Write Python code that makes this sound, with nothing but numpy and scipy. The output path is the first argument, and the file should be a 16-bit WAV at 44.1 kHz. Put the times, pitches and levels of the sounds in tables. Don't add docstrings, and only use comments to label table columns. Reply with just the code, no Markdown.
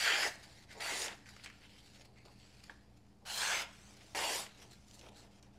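import sys
import numpy as np
from scipy import signal
from scipy.fft import rfft, irfft
from scipy.io import wavfile
from scipy.ndimage import uniform_filter1d

SR = 44100
rng = np.random.default_rng(int(sys.argv[2]) if len(sys.argv) > 2 else 0)


def int16_out(signal):
    q = np.round(np.clip(np.atleast_2d(signal).T, -1, 1) * 32767)
    wavfile.write(sys.argv[1], SR, q.astype(np.int16))


def voltage_ratio(decibels):
    exponent = np.asarray(decibels, float) / 20
    return 10 ** exponent


N = 246078

# pitch_hz, level_db (per Hz)
AIR_COLOUR = [(12, -35.5), (20, -1), (113, -7.5), (158, -3.5), (198, -4), (485, -13.5), (542, -21.5),
              (759, -14), (1060, -21), (3340, -39), (5230, -35), (13000, -42), (14800, -65)]
AIR_DB = -67.5
# pitch_hz, level_db, waver_hz
HUM_LINES = [(60.7, -69, 31), (89.2, -74.5, 8.5), (118, -69, 34), (203, -70, 19.3), (292, -76, 27)]

# time_s, force_db, bite_db (bite of the edge)
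STROKES = [
    [(0, -37, -4), (0.03, -36.5, -4), (0.07, -33, -7.5), (0.12, -33, -9), (0.22, -37.5, -5),
     (0.282, -40, -4), (0.3, -54, -2), (0.325, -63, 2.5), (0.36, -67, 3)],
    [(0.799, -52, -10), (0.808, -45, -6.5), (0.85, -44, -3.5), (0.95, -42.5, -3.5), (1.0, -48, 2.5),
     (1.065, -47.5, 1), (1.085, -50.5, -8), (1.13, -53, -9), (1.18, -82, 7)],
    [(3.252, -60, -4), (3.27, -53, -1), (3.31, -46.5, -1.5), (3.36, -48.5, 3.5), (3.41, -40.5, -0.5),
     (3.52, -36.5, -5.5), (3.62, -44, -3.5), (3.66, -59.5, -10.5), (3.72, -66, -4)],
    [(4.148, -40, -8.5), (4.16, -42.5, -4), (4.21, -42.5, -2.5), (4.26, -42, -2.5), (4.31, -44, 0.5),
     (4.36, -47, 2.5), (4.4, -50, 3), (4.44, -58.5, 3), (4.5, -73.5, -4)],
]
# pitch_hz, level_db (per Hz)
SHEET_COLOURS = [
    [(88, -52), (150, -23), (871, -6.5), (1040, -10.5), (1870, -4), (3770, -10), (4580, -5.5), (7180, -12),
     (16000, -32)],
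    [(88, -54.5), (150, -26), (197, -8), (383, -10), (716, -7), (1080, -6.5), (2220, -5.5), (9080, -11.5),
     (16000, -29.5)],
    [(88, -49), (150, 2), (264, -31), (484, -17), (1600, -3), (2020, -9.5), (2220, -6), (8230, -3),
     (16000, -17.5)],
    [(88, -53), (150, -4.5), (566, 4), (1940, 1), (2870, 1), (4160, -11.5), (7180, -16.5), (12200, -29),
     (16000, -40)],
]
# boom_at_start_db, boom_at_end_db, fizz_share_db
FLAP_SHARES = [(-17.5, -1.5, -4.5), (-6, -4, -3.5), (-9.5, -6, -5.5), (-1, -2, -1.5)]
BOOM_LAG, FIZZ_PER_BITE = 0.17, 1.33
# low_hz, high_hz
LAYERS = [(1170, 3600), (260, 1010), (3600, 7000), (7000, 17000)]
# centre_s, length_s, pitch_hz, level_db (over the
CUT_PANELS = [(0.11, 0.24, 4610, 9), (0.085, 0.18, 3270, 4), (0.13, 0.13, 7070, 11),
              (0.25, 0.11, 11030, 21), (0.21, 0.13, 5100, 10), (0.19, 0.16, 6680, 2),
              (0.17, 0.24, 1790, 3.5), (0.86, 0.079, 4620, 10), (0.82, 0.035, 9600, 6),
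              (0.87, 0.088, 860, 10.5), (0.938, 0.12, 2000, 6.5), (1, 0.086, 8900, 10),
              (1.022, 0.03, 6700, 14), (3.3, 0.072, 11000, 6), (3.3, 0.068, 2920, 6),
              (3.335, 0.15, 4170, 11), (3.353, 0.1, 3170, 8), (3.388, 0.041, 7100, 8),
              (3.44, 0.11, 8400, 11), (3.44, 0.13, 1630, 7.5), (3.443, 0.042, 4360, 8),
              (3.526, 0.084, 7700, 10), (3.566, 0.069, 2160, 12), (3.568, 0.07, 6230, 16),
              (3.628, 0.055, 5100, 13), (4.158, 0.054, 1900, 6), (4.22, 0.16, 894, 13),
              (4.26, 0.13, 3300, 7), (4.261, 0.043, 2770, 9.5), (4.247, 0.19, 4600, 7.5),
              (4.39, 0.071, 970, 9), (3.5, 0.12, 500, 2.5), (3.45, 0.12, 970, 5.5), (4.35, 0.11, 5750, 6),
              (1.11, 0.05, 1830, 8), (0.29, 0.046, 1720, 7), (0.045, 0.036, 5100, 4),
              (0.079, 0.022, 2000, 0), (0.82, 0.043, 730, 6), (0.825, 0.04, 7100, -3),
              (3.408, 0.012, 3500, 5.5), (3.52, 0.026, 2900, 0.5), (3.51, 0.054, 1550, 3.5),
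              (3.285, 0.059, 1520, 4), (3.35, 0.018, 890, 9), (3.29, 0.044, 830, 11), (0.82, 0.02, 1800, 1),
              (4.25, 0.22, 1350, -6), (4.2, .07, 7200, 6), (4.24, 0.13, 5300, 5)]
# centre_s, length_s, pitch_hz, level_db (over the
HELD_PANELS = [(0.49, 0.11, 1830, 4), (0.59, 0.073, 2000, 11), (0.744, 0.16, 2040, 9),
               (1.27, 0.088, 1760, 12), (1.448, 0.079, 9400, 4), (1.7, 0.09, 3100, 12),
               (2.188, 0.063, 2210, 12), (2.25, 0.37, 4480, 7), (2.46, 0.12, 7800, 10),
               (2.415, .04, 3100, 8), (1.435, 0.022, 4200, 8), (1.465, 0.011, 6100, 8),
               (3.832, 0.22, 7950, 9), (4.527, 0.064, 4000, 13), (4.625, 0.05, 5700, 10),
               (4.635, .05, 3000, 5), (4.632, 0.02, 6700, -1), (4.725, 0.046, 4100, 15),
               (5.5, 0.06, 4600, 7), (5.185, 0.083, 4280, 14), (5.18, 0.08, 7600, 6),
               (1.487, 0.07, 2000, 4), (1.7, 0.055, 4100, 8), (1.642, 0.039, 2500, 0),
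               (1.724, 0.047, 2250, 8), (1.794, 0.042, 3200, 16), (1.865, 0.037, 4400, 3),
               (2.7, 0.016, 3170, 11), (2.4, 0.023, 1950, 11), (2.197, 0.026, 2600, 12),
               (2.1, 0.024, 2200, 3), (0.718, 0.046, 4600, 4), (0.723, 0.04, 7100, 4),
               (5.2, 0.022, 1500, 12), (3.86, 0.1, 6200, 8), (2.29, 0.036, 1250, 11),
               (2.645, 0.02, 4600, 5.5), (4.912, 0.12, 7500, 4), (5.1, 0.066, 2860, 9),
               (5.43, 0.059, 5650, 11)]
CUT_WIDTH_HZ, HELD_WIDTH_HZ, LOUDEST_PANEL_DB = 297, 560, 11
EVEN_BELOW_HZ = 4500
STROKE_ECHO = [0.041, 0.11, 0.023, 0.055]
RUSTLE_ECHO = [0.093, 0.2, 0.21, 0.086, 0.032]
TABLE_HZ = 2450

# start_s, peak_db, pitch_hz
SNAPS = [(0.0592, -20, 1870), (0.8056, -35.5, 3200), (1.0185, -30, 5000), (1.06, -35, 2330),
         (1.082, -31.5, 3050), (1.2657, -48, 1870), (1.274, -53, 5000), (1.313, -56, 4200),
         (1.397, -47, 1910), (1.475, -46, 3000), (1.526, -55, 2290), (1.6944, -54, 3000),
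         (1.8598, -54, 4260), (1.936, -52, 2620), (2.0117, -48, 3270), (2.2516, -57, 4600),
         (1.4445, -42, 5500), (1.4647, -53, 4000), (2.1858, -53, 2490), (2.2819, -55, 3160),
         (2.4, -53, 3130), (2.6395, -46, 5000), (4.431, -38.5, 2840), (4.4652, -41, 2500),
         (4.6064, -58, 5790), (4.6265, -48, 5450), (4.7198, -51, 3900), (4.884, -53, 4970),
         (4.9113, -50, 4000), (5.0125, -47, 4170), (5.069, -47.5, 1100), (5.087, -46.5, 2840),
         (5.1462, -56, 4070), (5.1646, -53, 3300), (5.205, -50, 4380), (1.29, -50, 4500),
         (1.367, -57, 5000), (1.7872, -53, 3300), (1.949, -51, 3300), (2.049, -55, 3120), (2.16, -61, 2140),
         (3.22, -64, 800), (4.5747, -55, 4090), (4.869, -60, 5550), (5.064, -50.5, 2840),
         (5.1304, -58, 2790), (.713, -52, 2100), (.728, -52, 4600)]
SNAP_T60_S, SNAP_CRACK_DB = 0.016, -10.5
# start_s, peak_db, pitch_hz
TICKS = [(0.1015, -21, 2270), (0.231, -21, 1920), (0.4279, -63, 4560), (0.6985, -60, 2150),
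         (0.806, -54, 1870), (1.259, -47.5, 2100), (1.288, -47, 1640), (1.365, -48, 1560),
         (1.4375, -47, 4340), (1.46, -38, 2400), (1.5, -45, 1960), (2.018, -57, 3300), (2.0483, -65, 3120),
         (2.253, -54, 915), (2.6372, -60, 4950), (3.255, -61, 2880), (4.01, -50, 3070), (4.148, -39, 880),
         (4.189, -31.5, 950), (4.4662, -43, 2130), (4.94, -63, 4970), (4.9923, -49, 4970),
         (5.4272, -49.5, 5370)]
TICK_T60_S = 0.034
CRACK_DB, CRACK_DB_PER_OCTAVE = -3.5, -3.5

# start_s, end_s
PAUSES = [
    (0.35, 0.785),
    (1.17, 2.3),
    (2.3, 3.225),
    (3.71, 4.11),
    (4.49, 5.58),
]
# pitch_hz, level_db (per Hz)
LOW_COLOUR = [(150, -32), (250, -24), (302, 18), (318, -17), (433, -8.5), (1320, -9), (2200, -9.5),
              (4440, -9.5), (9610, -24), (15500, -38)]
# pitch_hz, level_db (per Hz)
LIFTED_COLOUR = [(150, -22), (250, -6), (411, -0.5), (455, -8.5), (652, -2.5), (1670, -12.5), (5750, -9.5),
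                 (9130, -13), (15000, -27)]
# time_s, rubbing_db, bite_db
FIDGET = [(0.35, -68.5, 2.5), (0.64, -68, 0.1), (0.672, -83, 2), (1.17, -69, -1), (1.243, -72, -2),
          (1.3, -68.5, 1.5), (1.56, -70, -2), (2.05, -80, 3), (2.12, -84, 2), (2.4, -74.5, 1),
          (2.72, -73, -0.5), (2.88, -85.5, -7), (3.21, -87.5, 3), (3.71, -67, -14), (4.11, -70.5, 3),
          (4.5, -68.5, -2), (4.78, -76.5, 2), (5.5, -82.5, -5.5)]
# peak_s, swell_s, fade_s, level_db, bite_db (swell and fade are times for 10 dB)
SLIPS = [(.44, 0.0089, 0.014, -58, 1.5), (0.71, 0.019, 0.054, -56, -5), (.73, .008, 0.018, -64.5, 5),
         (.8, 0.019, 0.011, -57, 2), (2.054, 0.0055, 0.0081, -66.5, 2), (2.975, .008, 0.0098, -74.5, 1.5),
         (3.09, .015, 0.015, -82, 2), (3.97, .01, .015, -68, 3), (4.068, 0.011, 0.0079, -72, 2),
         (1.266, 0.0084, 0.064, -62.5, -3.5), (1.445, 0.011, 0.012, -56.5, 3),
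         (1.474, 0.042, 0.034, -55.5, -16), (1.86, .04, 0.084, -69, 2), (1.96, 0.038, 0.021, -65, -0.5),
         (2.018, 0.039, 0.013, -67.5, 1), (2.182, 0.021, 0.046, -65, -8), (2.254, .004, 0.039, -67, 0),
         (2.4, 0.021, 0.49, -73, 0.5), (2.598, 0.0091, 0.017, -69, 0), (2.65, 0.014, 0.03, -72, 3),
         (2.699, 0.002, 0.011, -62, -2), (4.016, 0.027, 0.046, -66, -14), (4.03, .008, .015, -74, 7),
         (4.632, 0.023, 0.022, -60.5, -0.5), (4.732, 0.031, 0.035, -67, -1),
         (4.945, .006, 0.022, -80.5, 17), (5.094, 0.066, 0.011, -76, -13), (1.291, .004, 0.011, -64, 5),
         (5.168, .005, .03, -70, 5), (5.19, 0.045, 0.056, -72, 6.5), (5.43, 0.0022, 0.04, -68.5, -2)]
# start_s, end_s, level_db, bite_db
SLIDES = [(1.617, 1.669, -64, -8.5), (1.698, 1.772, -67.5, -3), (1.78, 1.814, -68.5, -0.5),
          (1.927, 2.058, -83, -2), (2.6375, 2.643, -60, 1), (3.722, 3.944, -78, 9), (4.58, 4.62, -69, 0),
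          (4.71, 4.74, -73, 5.5), (4.874, 5.095, -74, 4), (5.005, 5.093, -67, -16), (5.145, 5.276, -71, -6),
          (5.311, 5.398, -75, -0.5), (5.53, 5.6, -78, -2)]
# peak_s, swell_s, fade_s, level_db
FLOPS = [(0.381, 0.042, 0.23, -67), (.776, 0.035, 0.044, -54.5), (1.362, 0.088, .05, -68.5),
         (2.0, 0.015, 0.19, -67), (2.255, 0.0055, 0.024, -59.5), (2.285, 0.016, 0.022, -64),
         (2.71, .02, 0.013, -62), (3.221, 0.002, 0.092, -69), (3.9, 0.12, 0.045, -70),
         (4.06, 0.2, .11, -69), (4.65, 0.098, 0.064, -63.5), (5.08, 0.082, 0.05, -57),
         (5.27, 0.11, 0.037, -64.5), (5.57, 0.67, .05, -72.5)]
SLIP_BOOM_DB, SLIP_FIZZ_DB = -12, -7
FIDGET_BOOM_DB, FIDGET_BOOM_LAG = -77, 0.68
SLIDE_EDGE_S, LINGER_S = 0.0017, 0.035

# pitch_hz, level_db, t60_s
KNOCK_MODES = [(600, -58, .035), (885, -50, .046), (1150, -46, .025), (1680, -31.5, .0125),
               (2150, -46, .025), (2600, -44, .009), (3150, -43, .009)]
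KNOCK_S, KNOCK_RISE_S = 2.6965, 0.0005
# start_s, peak_db, pitch_hz, treble_db, t60_s
KNOCK_TAILS = [
    (2.7, -49.5, 1400, -11, 0.1),
    (2.707, -52, 1100, -20, 0.06),
]

# pitch_hz, t60_s
ROOM_DECAY = [(300, 0.1), (1500, 0.42), (5000, 0.25), (12000, 0.18)]
ROOM_DB = -12.5
MIC_EDGE_HZ, MIC_OFFSET = 15900, -0.00032


def evened(x):
    return x / np.sqrt(np.mean(x ** 2) + 1e-20)


def read(points, hz):
    f, value = np.transpose(points)
    return np.interp(np.log(hz + 1), np.log(f + 1), value)


def add(mix, s, sound):
    part = mix[round(s * SR):][:len(sound)]
    part += sound[:len(part)]


def band(x, lo_hz, hi_hz):
    edges = [lo_hz, min(hi_hz, SR / 2.2)]
    return signal.sosfilt(signal.butter(2, edges, "band", fs=SR, output="sos"), x)


def resonate(x, hz, width_hz):
    pole = np.exp((-np.pi * width_hz + 2j * np.pi * hz) / SR)
    return 2 * signal.lfilter([1 - abs(pole)], [1, -pole], x).real


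def background():
    hz = np.fft.rfftfreq(N, 1 / SR)
    air = irfft(rfft(rng.standard_normal(N)) * voltage_ratio(read(AIR_COLOUR, hz)), N)
    mix = voltage_ratio(AIR_DB) * evened(air)
    for line_hz, db, waver_hz in HUM_LINES:
        steady = np.sqrt(2) * np.sin(2 * np.pi * line_hz * np.arange(N) / SR)
        waver = resonate(rng.standard_normal(N), line_hz, waver_hz)
        waver = evened(resonate(waver, line_hz, waver_hz))
        mix = mix + voltage_ratio(db) * evened(1.55 * steady + waver)
    return mix


def stroke(curve, boom_from_db, boom_to_db, fizz_db):
    s, force_db, bite_db = np.transpose(curve)
    boom_db = np.interp(s, s[[0, -1]], [boom_from_db, boom_to_db])
    boom_db = boom_db + BOOM_LAG * (force_db.max() - force_db)
    return np.transpose([s, force_db, boom_db, bite_db, fizz_db + FIZZ_PER_BITE * bite_db])


def ringing(hz, t):
    field = np.zeros((len(hz), len(t)))
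    panels = [(*row, CUT_WIDTH_HZ) for row in CUT_PANELS]
    panels += [(*row, HELD_WIDTH_HZ) for row in HELD_PANELS]
    for s, length, centre_hz, db, width_hz in panels:
        phase = np.clip((t - s) / (1.2 * length), -.5, .5)
        while_bent = np.cos(np.pi * phase).clip(0) ** .25
        resonance = np.exp(-.5 * ((hz[:, None] - centre_hz) / (0.54 * width_hz)) ** 2)
        field += min(db, LOUDEST_PANEL_DB) * resonance * while_bent
    return field


def layered(snaps, start, colour, table_share, streak_db):
    hz, t, z = signal.stft(snaps, SR, nperseg=512, noverlap=384)
    streaks = uniform_filter1d(rng.standard_normal(z.shape), size=9, axis=1)
    streaks = evened(uniform_filter1d(streaks, size=3, axis=0))
    rings_db = ringing(hz, start + t)
    streaks = streaks * np.clip(1 - rings_db / LOUDEST_PANEL_DB, 0, 1)
    streaks_db = streak_db * streaks * np.clip(hz / EVEN_BELOW_HZ, .6, 1.3)[:, None]
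    gain = voltage_ratio(read(colour, hz)[:, None] + rings_db + streaks_db)
    echo = table_share * np.exp(-2j * np.pi * hz / TABLE_HZ)
    gain = gain * abs(1 + echo)[:, None]
    for lo_hz, hi_hz in LAYERS:
        rolloff = (1 + (lo_hz / (hz[:, None] + 1)) ** 12) * (1 + (hz[:, None] / hi_hz) ** 12)
        part = gain / rolloff
        part = part / np.sqrt(np.mean(part ** 2, axis=0))
        yield evened(signal.istft(z * part, SR, nperseg=512, noverlap=384)[1][:len(snaps)])


def paper(rows, colour, table_share, linger_s, snaps_per_s, spread_db, clump_db, streak_db):
    s, *columns = np.transpose(rows)
    t = np.arange(s[0], s[-1] + linger_s, 1 / SR)
    force_db, *shares_db = (np.interp(t, s, c) for c in columns)
    draw = rng.random((len(t), 3))
    size_db = spread_db * np.minimum(-np.log(1 - draw[:, 0]), 4.5)
    size = voltage_ratio(size_db) * np.sign(draw[:, 1] - .5)
    slips = voltage_ratio(3.0 * rng.exponential(1, len(t))) * (rng.random(len(t)) < 450 / SR)
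    clumps = evened(signal.lfilter([1], [1, -np.exp(-1 / (.002 * SR))], slips))
    happens = draw[:, 2] < snaps_per_s / SR
    snaps = size * happens * voltage_ratio(clump_db * np.minimum(clumps, 2.2))
    body, *others = layered(snaps, s[0], colour, table_share, streak_db)
    sheet = body + sum(voltage_ratio(db) * layer for db, layer in zip(shares_db, others))
    ends = signal.windows.tukey(len(t), 0.00064 / (t[-1] - t[0]))
    return s[0], voltage_ratio(force_db) * sheet * ends


def tick(s, db, hz, treble_db, t60_s):
    t = np.arange(4000) / SR
    puff = (5.4 * (t == 0) + rng.standard_normal(len(t))) * voltage_ratio(-60 * t / max(t60_s, .005))
    ring = band(puff, 0.67 * hz, 1.42 * hz)
    crack = band(puff, 3000, 6600)
    return s, voltage_ratio(db) * (ring / abs(ring).max() + voltage_ratio(treble_db) * crack / abs(crack).max())


def hump(t, peak, swell, fade, db):
    return db - 10 * np.where(t < peak, (peak - t) / max(swell, .002), (t - peak) / max(fade, .002))


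def plateau(t, start, end, db):
    outside_s = np.maximum(np.maximum(start - t, t - end), 0)
    return db - 10 * outside_s / SLIDE_EDGE_S


def summed_db(levels_db):
    return 10 * np.log10(np.sum(voltage_ratio(np.maximum(levels_db, -140)) ** 2, axis=0))


def rustle(start, end):
    t = np.arange(start, end, .002)
    s, level_db, bite_db = np.transpose(FIDGET)
    rubs = [np.interp(t, s, level_db)]
    rubs += [hump(t, *row[:4]) for row in SLIPS]
    rubs += [plateau(t, *row[:3]) for row in SLIDES]
    rubs = np.array(rubs)
    bites = [np.interp(t, s, bite_db)]
    bites += [np.full(len(t), row[-1]) for row in [*SLIPS, *SLIDES]]
    bites = np.array(bites)
    steady_boom = FIDGET_BOOM_DB + (1 - FIDGET_BOOM_LAG) * (rubs[0] - FIDGET_BOOM_DB)
    flops = [hump(t, *row) for row in FLOPS]
    boom = summed_db([steady_boom, *(rubs[1:] + SLIP_BOOM_DB), *flops])
    force = summed_db(rubs)
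    rasp = summed_db(rubs + bites)
    fizz = summed_db(rubs + SLIP_FIZZ_DB + FIZZ_PER_BITE * bites)
    return np.transpose([t, force, boom - force, rasp - force, fizz - force])


def knock():
    t = np.arange(4000) / SR
    modes = sum(voltage_ratio(db - 60 * t / t60_s) * np.sin(2 * np.pi * hz * t) for hz, db, t60_s in KNOCK_MODES)
    return KNOCK_S, modes * (1 - np.exp(-t / KNOCK_RISE_S))


def room(x):
    taps = np.zeros(SR // 2)
    at = np.arange(300, SR // 2 - 20, 20)
    taps[at + rng.integers(0, 20, len(at))] = rng.choice([-1., 1.], len(at))
    hz, t, z = signal.stft(taps, SR, nperseg=256)
    decay = voltage_ratio(-60 * t / read(ROOM_DECAY, hz)[:, None])
    tail = signal.istft(z * decay, SR, nperseg=256)[1]
    return signal.fftconvolve(x, tail / np.linalg.norm(tail))[:N]


def scene():
    near = np.zeros(N)
    for curve, flap, colour, share in zip(STROKES, FLAP_SHARES, SHEET_COLOURS, STROKE_ECHO):
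        add(near, *paper(stroke(curve, *flap), colour, share, 0,
                         snaps_per_s=19000, spread_db=2.45, clump_db=1.1, streak_db=2.8))
    for row in SNAPS:
        add(near, *tick(*row, SNAP_CRACK_DB, SNAP_T60_S))
    for s, db, hz in TICKS:
        crack_db = CRACK_DB + CRACK_DB_PER_OCTAVE * np.log2(hz / 1000)
        add(near, *tick(s, db, hz, crack_db, TICK_T60_S))
    colours = [LOW_COLOUR] * 3 + [LIFTED_COLOUR] * 2
    for pause, colour, share in zip(PAUSES, colours, RUSTLE_ECHO):
        add(near, *paper(rustle(*pause), colour, share, LINGER_S,
                         snaps_per_s=13000, spread_db=2.9, clump_db=2.2, streak_db=3.1))
    add(near, *knock())
    for row in KNOCK_TAILS:
        add(near, *tick(*row))
    return np.tile(near + voltage_ratio(ROOM_DB) * room(near) + background(), (2, 1))


def top_cut(x):
    return signal.sosfilt(signal.butter(12, 15750, fs=SR, output="sos"), x)


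def record(dry):
    low_pass = signal.firwin(255, MIC_EDGE_HZ, window=("kaiser", 9), fs=SR)
    limited = signal.oaconvolve(dry, low_pass[None], "same")
    return top_cut(limited + MIC_OFFSET)


dry = scene()
out = record(dry)
int16_out(out)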